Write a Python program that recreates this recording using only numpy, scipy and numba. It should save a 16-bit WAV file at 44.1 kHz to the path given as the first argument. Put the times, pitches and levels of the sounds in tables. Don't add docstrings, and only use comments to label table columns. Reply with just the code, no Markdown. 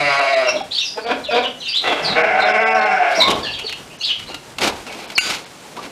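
import sys
import numpy as np
from scipy import signal
from scipy.fft import rfft, irfft
from scipy.io import wavfile
from scipy.ndimage import uniform_filter1d
from numba import njit

SR = 44100
rng = np.random.default_rng(int(sys.argv[2]) if len(sys.argv) > 2 else 0)


def wav_record(signal):
    frames = np.transpose(np.atleast_2d(signal))
    bounded = np.clip(frames, -1, 1)
    quanta = np.round(bounded * 32767).astype(np.int16)
    wavfile.write(sys.argv[1], SR, quanta)


def decibels_to_gain(level_db):
    exponent = np.asarray(level_db, float) / 20
    return 10 ** exponent


N = 260631
T = np.arange(N) / SR
LATCH_S = 5.181

# (frequency [Hz], density [dB per Hz])
RUSTLE_COLOUR = [(530, -14), (900, -4), (1040, -7.5), (1370, -2), (1840, -7), (2170, 0.5), (3180, -3),
                 (4230, -4), (12700, -24), (15500, -41)]


def rms_one(x):
    return x / np.sqrt(np.mean(x ** 2) + 1e-20)


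def at_hz(points, hz):
    table_hz, values = np.array(points).T
    return np.interp(np.log(hz + 1), np.log(table_hz), values)


def over_time(rows, column):
    table = np.array(rows)
    return np.interp(T, table[:, 0], table[:, column])


def level(rows, column=1):
    s, db = np.array(rows)[:, 0], np.array(rows)[:, column]
    return decibels_to_gain(np.interp(T, np.r_[s[0] - .012, s, s[-1] + .02], np.r_[-90, db, -90]))


def drift(rate):
    r = np.exp(-2 * np.pi * rate / SR)
    return rms_one(signal.lfilter([1], [1, -2 * r, r * r], rng.standard_normal(N + SR))[SR:])


def coloured(x, spectrum):
    return rms_one(irfft(rfft(x) * decibels_to_gain(at_hz(spectrum, np.fft.rfftfreq(N, 1 / SR))), N))


def grains(per_s, spread_db):
    sizes = decibels_to_gain(spread_db * np.minimum(rng.exponential(1, N), 4)) * rng.standard_normal(N)
    return sizes * (rng.random(N) < per_s / SR)


def ring(x, hz, t60):
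    r, w = decibels_to_gain(-60 / (t60 * SR)), 2 * np.pi * hz / SR
    return signal.lfilter([0, np.sin(w)], [1, -2 * r * np.cos(w), r * r], x + 1e-18)


@njit
def resonate(x, hz, width):
    y, r = np.zeros(len(x)), np.exp(-np.pi * width / SR)
    for i in range(2, len(x)):
        push = (1 - r * r) / 2 * (x[i] - x[i - 2])
        y[i] = push + 2 * r * np.cos(2 * np.pi * hz[i] / SR) * y[i - 1] - r * r * y[i - 2]
    return y


def glottis(hz, rough, sub, jitter, tremor, shake):
    wobble = np.convolve(shake, np.hanning(2000) / 600, "same")
    sub = np.clip(sub * (1 + .4 * drift(18)), 0, .95)
    unsteady = jitter * rough * drift(70) + tremor * rough * shake + .007 * np.roll(wobble, 30000)
    cycles = np.cumsum(hz * (1 + unsteady)) / SR + .98
    count = np.floor(cycles).astype(int)
    at = np.flatnonzero(np.diff(count)) + 1
    late = (cycles[at] % 1) / (cycles[at] - cycles[at - 1])
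    chance = np.clip(rng.standard_normal(N), -2, 1.3)[count[at]]
    size = (1 - sub[at] * (count[at] % 2)) * decibels_to_gain(8 * rough[at] * chance)
    source = np.zeros(N)
    source[at - 1], source[at] = size * late, size * (1 - late)
    return source + .13 * rough * rng.standard_normal(N) * np.exp(-2.5 * (cycles % 1))


def bleat(rows, hoarse, throat, jitter, tremor):
    hz, mouth_hz = over_time(rows, 1), over_time(rows, 3)
    rough, sub = over_time(hoarse, 1), over_time(hoarse, 2)
    shake = drift(30.14)
    source = glottis(hz, rough, sub, jitter, tremor, shake)
    voice, wander, shimmer = 0, drift(4.0), drift(25.2)
    for k, (f_hz, width, db) in enumerate(throat):
        centre = mouth_hz if k == 0 else f_hz * (1 + 0.013 * np.roll(wander, 20000 * k))
        twice = resonate(resonate(source, centre, float(width)), centre, float(width))
        swelling = 2.6 * np.roll(shimmer, 9000 * k)
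        voice = voice + decibels_to_gain(db + swelling) * twice
    even = voice / np.sqrt(uniform_filter1d(voice ** 2, size=2600) + 1e-12)
    return level(rows, column=2) * even * decibels_to_gain((.8 + 3 * rough) * shake)


def chest_tone(rows, levels):
    hz = over_time(rows, 1) * (1 + .015 * drift(12))
    return level(levels) * decibels_to_gain(2.5 * drift(23)) * np.sin(2 * np.pi * np.cumsum(hz) / SR)


def ewe():
    # (time [s], pitch [Hz], level [dB], mouth resonance [Hz])
    call = [
        (0.0, 145.1, -14, 650),
        (0.07, 141.9, -16, 630),
        (0.3, 136.4, -14.5, 655),
        (0.35, 135, -13, 676),
        (0.454, 125.6, -16.5, 624),
        (0.495, 124.5, -18.5, 568),
        (0.505, 130, -30, 682),
        (0.6, 127.8, -28, 650),
    ]
    # (time [s], roughness [0-1], strong-weak share [0-1])
    hoarse = [(0, .03, 0), (.13, .04, 0), (.2, .17, .08), (.33, .06, 0), (.45, .12, .05), (.5, .4, .3),
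              (.53, .9, .4)]
    throat = [(650, 78, 7.5), (352, 106, -8.5), (1150, 890, -7), (1950, 235, -3.5), (2178, 290, -2),
              (2680, 100, -7), (3300, 480, -15.5), (3870, 660, -13.5), (4400, 100, -14.5), (4866, 150, -12),
              (6240, 280, -26.5), (7500, 750, -31.5), (9400, 220, -33), (10360, 400, -36.5)]
    # (time [s], level [dB])
    chest = [(0.0, -35), (.12, -38.5), (.19, -47)]
    return bleat(call, hoarse, throat, 0.0407, 0.055), chest_tone(call, chest)


def shoving(shoves, peaks_db, swell, drop, after_db, settle):
    gain = 0
    for (s, hold), db in zip(np.array(shoves)[:, :2], peaks_db):
        since = np.maximum(T - s - hold, 0)
        fading = decibels_to_gain(-drop * since) + decibels_to_gain(after_db - settle * since)
        gain = gain + decibels_to_gain(db - swell * np.maximum(s - T, 0)) * fading
    return gain


def jostling():
    # (time [s], hold [s], rustle [dB], boards [dB], rail [dB])
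    shoves = [(0.006, 0.048, -60, -60, -41), (0.537, 0.042, -39, -28, -48), (1.085, 0.33, -44, -40.5, -48),
              (1.818, 0.25, -35.5, -37, -48), (2.293, 0.16, -55, -67, -44), (3.116, 0.057, -26, -50, -70),
              (3.19, .01, -30, -14, -67), (3.357, .06, -37, -36.5, -60), (3.287, 0.018, -21.5, -11.5, -30),
              (3.637, 0.058, -60, -44.5, -78), (4.027, 0.092, -39.5, -46, -58), (4.2, 0.033, -38, -50, -50),
              (4.302, 0.009, -35.5, -36, -62), (4.62, 0.055, -17.5, -18, -41), (4.876, 0.33, -38, -39, -91),
              (5.224, 0.11, -26, -63, -76), (5.271, 0.09, -32.5, -33.5, -76),
              (5.769, 0.1, -38.5, -35.5, -57)]
    # (frequency [Hz], density [dB per Hz])
    board_colour = [(59, -71), (100, -27), (192, -1.5), (245, 0.5), (376, 1.5), (934, -0.5), (2360, -24),
                    (3000, -18), (3900, -58), (6600, -120)]
    rustle = coloured(grains(12000, 0.8) * decibels_to_gain(2.4 * drift(25)), RUSTLE_COLOUR)
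    boards = coloured(grains(2500, 0.97) * decibels_to_gain(0.32 * drift(8.2)), board_colour)
    rail_band = signal.butter(2, [35, 150], "band", fs=SR, output="sos")
    rail = rms_one(signal.sosfilt(rail_band, rng.standard_normal(N)))
    rustle_db, boards_db, rail_db = np.transpose(shoves)[2:]
    out = shoving(shoves, rustle_db, swell=685, drop=356, after_db=-22.5, settle=34) * rustle
    out += shoving(shoves, boards_db, swell=608, drop=279, after_db=-15.5, settle=58.5) * boards
    return out + shoving(shoves, rail_db, swell=188, drop=81, after_db=-21, settle=9) * rail


def sparrows():
    # (time [s], length [s], start [Hz], end [Hz], level [dB])
    rising = [(0.713, 0.0215, 3174, 4360, -19.5), (0.775, 0.027, 3070, 4180, -16),
              (0.782, 0.068, 5200, 6130, -29.5), (1.329, 0.037, 3200, 3916, -19.5),
              (1.724, 0.068, 2812, 4260, -16.5), (3.126, 0.041, 2910, 5638, -26.5),
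              (3.574, 0.039, 2190, 3110, -27), (3.701, 0.048, 2400, 3010, -30.5),
              (3.904, 0.037, 2400, 3130, -35.5), (4.0, 0.05, 3900, 4900, -25.5),
              (4.009, 0.045, 2600, 3687, -21.5), (4.272, 0.031, 3770, 4270, -31)]
    falling = [(3.42, .055, 5100, 4100, -26), (4.05, .05, 5420, 2200, -26), (1.3, .05, 5100, 4800, -27),
               (0.549, 0.04, 4260, 3330, -27.5), (0.742, 0.027, 4000, 2840, -24.5),
               (0.801, 0.034, 3300, 2680, -23), (0.844, 0.051, 6000, 4706, -24.5),
               (.9, 0.038, 6020, 4750, -31.5), (1.041, 0.036, 2540, 2260, -33.5),
               (1.235, 0.035, 4420, 3340, -28), (1.262, 0.055, 3160, 2294, -25.5),
               (2.465, .04, 3600, 3050, -29), (1.426, 0.044, 3890, 2766, -18),
               (1.605, 0.04, 4300, 2600, -27.5), (1.633, 0.053, 4270, 3500, -26),
               (1.651, 0.046, 3300, 2600, -24.5), (2.027, 0.066, 5614, 3830, -20),
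               (2.09, 0.043, 4280, 3660, -23.5), (3.193, 0.041, 4730, 3603, -11),
               (3.252, 0.062, 4500, 2960, -21), (3.428, 0.075, 3794, 2605, -24),
               (3.53, 0.024, 4430, 2940, -21.5), (3.667, 0.03, 4500, 2770, -24.5),
               (3.47, .04, 3700, 2600, -31), (4.034, 0.049, 4730, 3400, -19),
               (4.076, 0.042, 3930, 2780, -18), (4.861, 0.063, 3030, 2112, -32.5)]
    hums = [
        (0.501, 0.076, 255, 246, -32.5),
        (2.002, 0.068, 152, 158, -36),
        (2.096, 0.052, 162, 266, -22),
        (3.199, 0.1125, 950, 1100, -19),
        (3.34, 0.045, 1070, 1058, -30),
    ]
    # (time [s], length [s], top [Hz], level [dB])
    arched = [
        (1.008, 0.056, 4760, -34.5),
        (3.201, 0.037, 2250, -18.5),
        (3.43, 0.0613, 1810, -29),
        (3.984, 0.05, 6490, -36),
        (4.293, 0.057, 2943, -31),
    ]
    # (time [s], length [s], pitch [Hz], level [dB])
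    steady = [(0.454, 0.038, 2780, -19.5), (0.468, 0.036, 5500, -23.5), (0.737, 0.037, 4400, -20),
              (1.578, 0.059, 5900, -46), (1.644, 0.022, 6300, -38), (1.677, 0.037, 4650, -22),
              (1.68, 0.036, 5040, -34), (2.394, 0.034, 4130, -28.5), (2.417, 0.016, 3700, -26),
              (2.515, 0.023, 3450, -43), (2.511, 0.021, 5300, -40), (2.621, 0.048, 3430, -32),
              (2.638, 0.022, 3870, -41), (2.735, 0.043, 5420, -35), (2.798, 0.037, 3700, -37),
              (2.785, 0.058, 4300, -36), (2.827, .04, 5300, -39.5), (3.163, 0.026, 5500, -20),
              (3.503, 0.037, 4490, -27.5), (3.64, 0.039, 4460, -28.5), (3.598, 0.027, 2940, -28.5),
              (3.739, 0.031, 2990, -40), (4.303, 0.045, 1400, -35), (5.24, 0.025, 3750, -29),
              (5.45, 0.025, 4950, -58)]
    rise_bend, fall_bend = 1.05, 0.93
    arch_ends, octave = 0.91, .05
    flutter = decibels_to_gain(3.13 * drift(500) + 3.7 * drift(70)) + 0.15 * drift(2500)
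    burr = .011 * np.sin(2 * np.pi * 110 * T + 3 * drift(20))
    waver = 1 + .016 * drift(90) + .016 * drift(500) + burr
    notes = [(s, d, a, rise_bend * np.sqrt(a * b), b, db) for s, d, a, b, db in rising + hums]
    notes += [(s, d, a, fall_bend * np.sqrt(a * b), b, db) for s, d, a, b, db in falling]
    notes += [(s, d, arch_ends * top, top, arch_ends * top, db) for s, d, top, db in arched]
    notes += [(s, d, 1.015 * hz, 1.01 * hz, .97 * hz, db) for s, d, hz, db in steady]
    out = np.zeros(N)
    for s, length, start_hz, turn_hz, end_hz, db in notes:
        i, n = int((s - .006) * SR), int(length * SR)
        u = np.arange(n) / n
        hz = np.interp(u, [0, .5, 1], [start_hz, turn_hz, end_hz]) * waver[i:i + n]
        phase = 2 * np.pi * np.cumsum(hz) / SR
        swell = np.sin(np.pi * u) ** .55
        whistle = np.sin(phase) + octave * np.sin(2 * phase)
        out[i:i + n] += decibels_to_gain(db + 2.5) * swell * flutter[i:i + n] * whistle
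    return out


def blows():
    # (time [s], peak [dB], mode [Hz])
    knocks = [(0.555, -14, 600), (0.606, -14, 794), (0.972, -17.5, 864), (0.974, -17.5, 475),
              (1.287, -11.5, 600), (3.184, -6, 650), (3.273, -26, 1042), (3.642, -22, 430),
              (4.641, -23, 384), (4.297, -40, 700), (4.345, -33, 293), (5.649, -35, 846), (5.769, -24, 980),
              (5.785, -22.5, 1164)]
    # (time [s], peak [dB])
    ticks = [(.974, -24), (1.829, -21), (1.846, -25), (2.402, -21), (3.281, -9), (3.3027, -5.5),
             (3.308, -10), (3.312, -11.5), (3.318, -30), (3.589, -16.5), (3.595, -18.5), (3.694, -13),
             (3.725, -12.5), (4.343, -11), (4.5841, -7.5), (4.609, -10.5), (4.616, -8.5), (4.6417, -5.5),
             (4.647, -15), (4.675, -4.5), (4.866, -18.5), (4.9235, -18), (5.101, -17), (5.118, -19),
             (5.136, -35), (5.179, 2.5), (5.2993, -5.5), (5.306, -9), (5.3392, -13), (5.3464, -12),
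             (5.7666, -21)]
    tick_t60_s = 0.041
    out, crack = np.zeros(N), coloured(rng.standard_normal(N), RUSTLE_COLOUR)
    for s, db, hz in knocks:
        i, push = int((s - .003) * SR), np.zeros(5000)
        push[:700] = np.hanning(700) * np.sin(2 * np.pi * hz * T[:700]) / 175
        board = ring(push, hz, 0.035) + .6 * ring(push, 1.27 * hz, 0.05) + .5 * ring(push, 0.74 * hz, 0.06)
        out[i:i + 5000] += decibels_to_gain(db + 4.5) * board
    for s, db in ticks:
        age = np.maximum(T - s + 0.0013, 0)
        attack = np.minimum(age / 0.0026, 1) ** 1.56
        out += decibels_to_gain(db - 11.0) * crack * attack * decibels_to_gain(-60 * np.maximum(age - .003, 0) / tick_t60_s)
    return out


def grunts():
    # (time [s], hold [s], pitch [Hz], peak [dB])
    pushes = [
        (0.981, 0.0044, 217, -23),
        (1.064, 0.012, 233.3, -20.5),
        (1.108, 0.0096, 236, -15),
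        (1.33, 0.0064, 236.4, -12.5),
        (1.355, 0.03, 239.9, -12.5),
        (1.432, 0.027, 245.6, -22.5),
    ]
    # (time [s], roughness [0-1], strong-weak share [0-1])
    hoarse = [(.95, .3, .1), (1.06, .12, 0), (1.1, .55, .2), (1.3, .4, .15), (1.36, .25, .1),
              (1.42, .3, .1), (1.5, .4, .1)]
    throat = [(650, 170, 7), (281, 54, 1.5), (463, 130, -1.5), (950, 300, -3.5), (1430, 360, -5.5),
              (2400, 270, -5), (3300, 640, -9.5), (4540, 490, -17)]
    attack_s, release_s, rise, mouth_hz = 0.025, 0.033, 1.02, 578
    out = 0
    for s, hold, hz, db in pushes:
        rows = [(s - attack_s, hz, db - 11, mouth_hz), (s, hz, db, mouth_hz),
                (s + hold, hz * rise, db - 4.0, mouth_hz),
                (s + hold + release_s, hz * rise, db - 24.0, mouth_hz)]
        out = out + bleat(rows, hoarse, throat, 0.071, 0.0564)
    return out


def cough():
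    # (time [s], pitch [Hz], level [dB], mouth resonance [Hz])
    call = [
        (1.832, 220, -23, 650),
        (1.846, 219, -17, 650),
        (1.885, 214, -16, 650),
        (1.925, 210, -17, 656),
        (1.945, 210, -27, 650),
        (2.1, 190, -27, 650),
        (2.15, 178, -21, 650),
    ]
    # (time [s], roughness [0-1], strong-weak share [0-1])
    hoarse = [(1.82, .6, .3), (2.14, .7, .3)]
    throat = [(700, 500, 7.5), (416, 360, -2.5), (1100, 1200, 1.5), (1910, 340, -3), (2600, 100, 3.5),
              (3300, 320, 2), (5200, 440, -28)]
    return bleat(call, hoarse, throat, .16, 0.052)


def ram():
    # (time [s], pitch [Hz], level [dB], mouth resonance [Hz])
    call = [
        (2.15, 214.4, -17, 660),
        (2.28, 212.3, -17, 720),
        (2.45, 203, -16.5, 674),
        (2.62, 221.8, -14.5, 700),
        (2.69, 221.6, -18, 843.6),
        (2.76, 218.3, -17, 680),
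        (2.84, 214, -17, 720),
        (2.93, 198, -17.5, 740),
        (3.05, 178, -20.5, 700),
        (3.2, 165, -22.5, 652),
    ]
    # (time [s], roughness [0-1], strong-weak share [0-1])
    hoarse = [(2.14, .35, .2), (2.3, .36, .5), (2.5, .45, .6), (2.58, .3, .4), (2.63, .07, .05),
              (2.76, .08, .1), (2.84, .12, .15), (2.92, .22, .3), (3.05, .36, .6), (3.2, .4, .6)]
    throat = [(720, 164, 4.5), (411, 110, -7), (1110, 160, -7), (1493, 310, -0.5), (2143, 386, -2.5),
              (2694, 41, -5.5), (3500, 1500, -44), (5160, 490, -23.5), (7500, 750, -39)]
    # (time [s], level [dB])
    chest = [(2.24, -48), (2.321, -39.5), (2.6, -34), (2.78, -33), (2.89, -42), (2.94, -34), (3.02, -52)]
    return bleat(call, hoarse, throat, 0.0467, .08), chest_tone(call, chest)


def wether():
    # (time [s], pitch [Hz], level [dB], mouth resonance [Hz])
    call = [(2.155, 158.8, -11.5, 700), (2.2, 160.3, -14.5, 700), (2.27, 166.3, -21, 663),
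            (2.33, 153.9, -19, 776), (2.42, 153, -19, 786), (2.5, 146.3, -26.5, 700), (2.6, 147, -24, 700),
            (2.69, 147.8, -23, 710), (2.74, 150.3, -17.5, 740), (2.88, 152.9, -18.5, 748),
            (2.98, 151.6, -20, 756), (3.04, 139.3, -15, 700), (3.12, 134.9, -17.5, 683),
            (3.17, 129.8, -27.5, 644)]
    # (time [s], roughness [0-1], strong-weak share [0-1])
    hoarse = [(2.13, .12, .05), (2.27, .18, .1), (2.35, .16, .15), (2.5, .35, .3), (2.7, .18, .1),
              (2.8, .22, .2), (2.97, .1, .1), (3.05, .14, .3), (3.2, .25, .3)]
    throat = [(720, 162, 6.5), (600, 31, 0), (352, 31, -6.5), (488, 52, -4.5), (983, 410, -8.5),
              (1530, 420, -4), (2143, 490, -7.5), (2783, 84, -10.5)]
    return bleat(call, hoarse, throat, 0.0488, .07)


def latch():
    # (frequency [Hz], level [dB], t60 [s])
    bar_modes = [(1485, -2, .7), (1503, -2, .7), (2250, 14, .07), (2480, -8, .5), (2610, 24, .03),
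                 (2790, 21, .07), (4280, 4, .09), (4745, 2, 1.2), (6597, -6, 3.9), (7171, -6, 3.8),
                 (9600, -9, .4), (11000, -12, .35), (12300, -24, .3), (13700, -28, .3), (15300, -28, .3)]
    hits = np.zeros(N)
    hits[(SR * (LATCH_S + np.array([-.003, 0, .003]))).astype(int)] = .5, .7, 1
    last_hit = hits * (T > LATCH_S + .001)
    modes = sum(decibels_to_gain(db - 26.5) * ring(last_hit, hz, t60) for hz, db, t60 in bar_modes)
    contact = signal.lfilter([.25, 0, -.25], [1, -1.5, .7], hits)
    clank = decibels_to_gain(-10.0) * ring(contact, 2330, 0.023)
    slide = np.clip((T - LATCH_S + 0.028) / 0.023, 0, 1)
    squeak_hz = 5200 - 1100 * slide + 120 * drift(180)
    squeak_gain = decibels_to_gain(-17.5 + 2.4 * drift(210)) * (0.38 + 0.87 * slide) * np.sin(np.pi * slide) ** 0.17
    squeak = squeak_gain * np.sin(2 * np.pi * np.cumsum(squeak_hz) / SR)
    touched = np.maximum(T - 5.296, 0)
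    damped = np.maximum(decibels_to_gain(-900 * touched), .2 * decibels_to_gain(-60 * touched))
    high_pass = signal.butter(2, 600, "high", fs=SR, output="sos")
    return signal.sosfilt(high_pass, modes * damped + clank + squeak)


def nearby(x):
    for lag in (37, 83, 149):
        b = np.r_[-.55, np.zeros(lag - 1), 1]
        x = signal.lfilter(b, b[::-1], x + 1e-18)
    return x


def barn(x):
    # (frequency [Hz], t60 [s])
    barn_t60 = [(200, 0.48), (1500, 0.33), (5000, 0.32), (14000, 0.16)]
    t, tail = T[:SR // 2], 0
    for low in 100 * 2.0 ** np.arange(8):
        octave_band = signal.butter(2, [low, min(2 * low, 20000)], "band", fs=SR, output="sos")
        band = signal.sosfilt(octave_band, rng.standard_normal(len(t)))
        tail = tail + band * decibels_to_gain(-60 * t / at_hz(barn_t60, 1.53 * low)) * np.clip(t / 0.0055, 0, 1)
    return signal.fftconvolve(x, tail / np.sqrt(np.sum(tail ** 2)))[:N]


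def noise_floor():
    # (frequency [Hz], density [dB per Hz])
    floor_colour = [(12, -51), (20, -51), (129, 3.5), (176, 4.5), (632, 3), (1770, -3.5), (2690, -5),
                    (7760, -10.5), (9960, -15), (15600, -27)]
    return decibels_to_gain(-40) * coloured(rng.standard_normal(N), floor_colour) * decibels_to_gain(1.3 * drift(8.6))


def scene():
    ewe_voice, ewe_chest = ewe()
    ram_voice, ram_chest = ram()
    sheep = nearby(ewe_voice + ram_voice + wether() + grunts() + cough())
    birds, hits, metal = nearby(sparrows()), blows(), latch()
    echo = barn(decibels_to_gain(-7.0) * sheep + decibels_to_gain(-6.0) * birds + decibels_to_gain(-11.5) * hits + decibels_to_gain(-19) * metal)
    near = decibels_to_gain(-1.5) * sheep + decibels_to_gain(-6.0) * birds + hits + echo
    duck = 1 / (1 + 9 * np.sqrt(uniform_filter1d(near ** 2, size=4000)))
    gap = 1 - .93 * np.exp(-((T - LATCH_S - .016) / .011) ** 4)
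    pen = near + duck ** 0.84 * jostling() + duck * noise_floor()
    return (metal + gap * pen + ram_chest + ewe_chest)[None]


def treble_losses(x):
    losses = [.206, 0.355, .482, 0.631, 0.823, 1.058, 1.271, 1.336, 1.465, 1.74, 2.23, 2.445, 2.532, 2.593,
              2.642, 2.646, 2.655, 2.699, 2.742, 2.806, 2.851, 3.98, 4.043, 5.07, 5.453]
    deep_losses = [.206, 1.058, 2.23, 5.07, 5.453]
    lost_above_hz, deep_above_hz = 6600, 5500
    kept_within_db, stands_out_db = -22.5, 9
    fade, hz = np.hanning(1024), np.fft.rfftfreq(1024, 1 / SR)
    patch = np.minimum(1, 1.8 * fade ** 2.5) / np.maximum(fade, .3) * .93
    for s in losses:
        i = int(s * SR) - 512
        bins = rfft(x[i:i + 1024] * fade)
        size = np.abs(bins)
        peaks = size > decibels_to_gain(stands_out_db) * uniform_filter1d(size, size=31)
        tonal = uniform_filter1d(1. * peaks, size=3) > 0
        weak = (size < decibels_to_gain(kept_within_db) * size.max()) & ~tonal
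        weak = weak | (hz > lost_above_hz) | ((hz > deep_above_hz) & ~tonal & (s in deep_losses))
        x[i:i + 1024] -= irfft(bins * weak) * patch
    return x


def band_limit(x):
    return signal.sosfilt(signal.butter(12, 15710, fs=SR, output="sos"), x)


def record(dry):
    x = treble_losses(1.02 * np.tanh(dry[0] / 1.02))
    x = signal.sosfilt(signal.butter(8, [26, 17500], "band", fs=SR, output="sos"), x)
    x = signal.sosfilt(signal.cheby2(14, 60, 16150, fs=SR, output="sos"), x)
    return band_limit(x[None])


dry = scene()
out = record(dry)
wav_record(out)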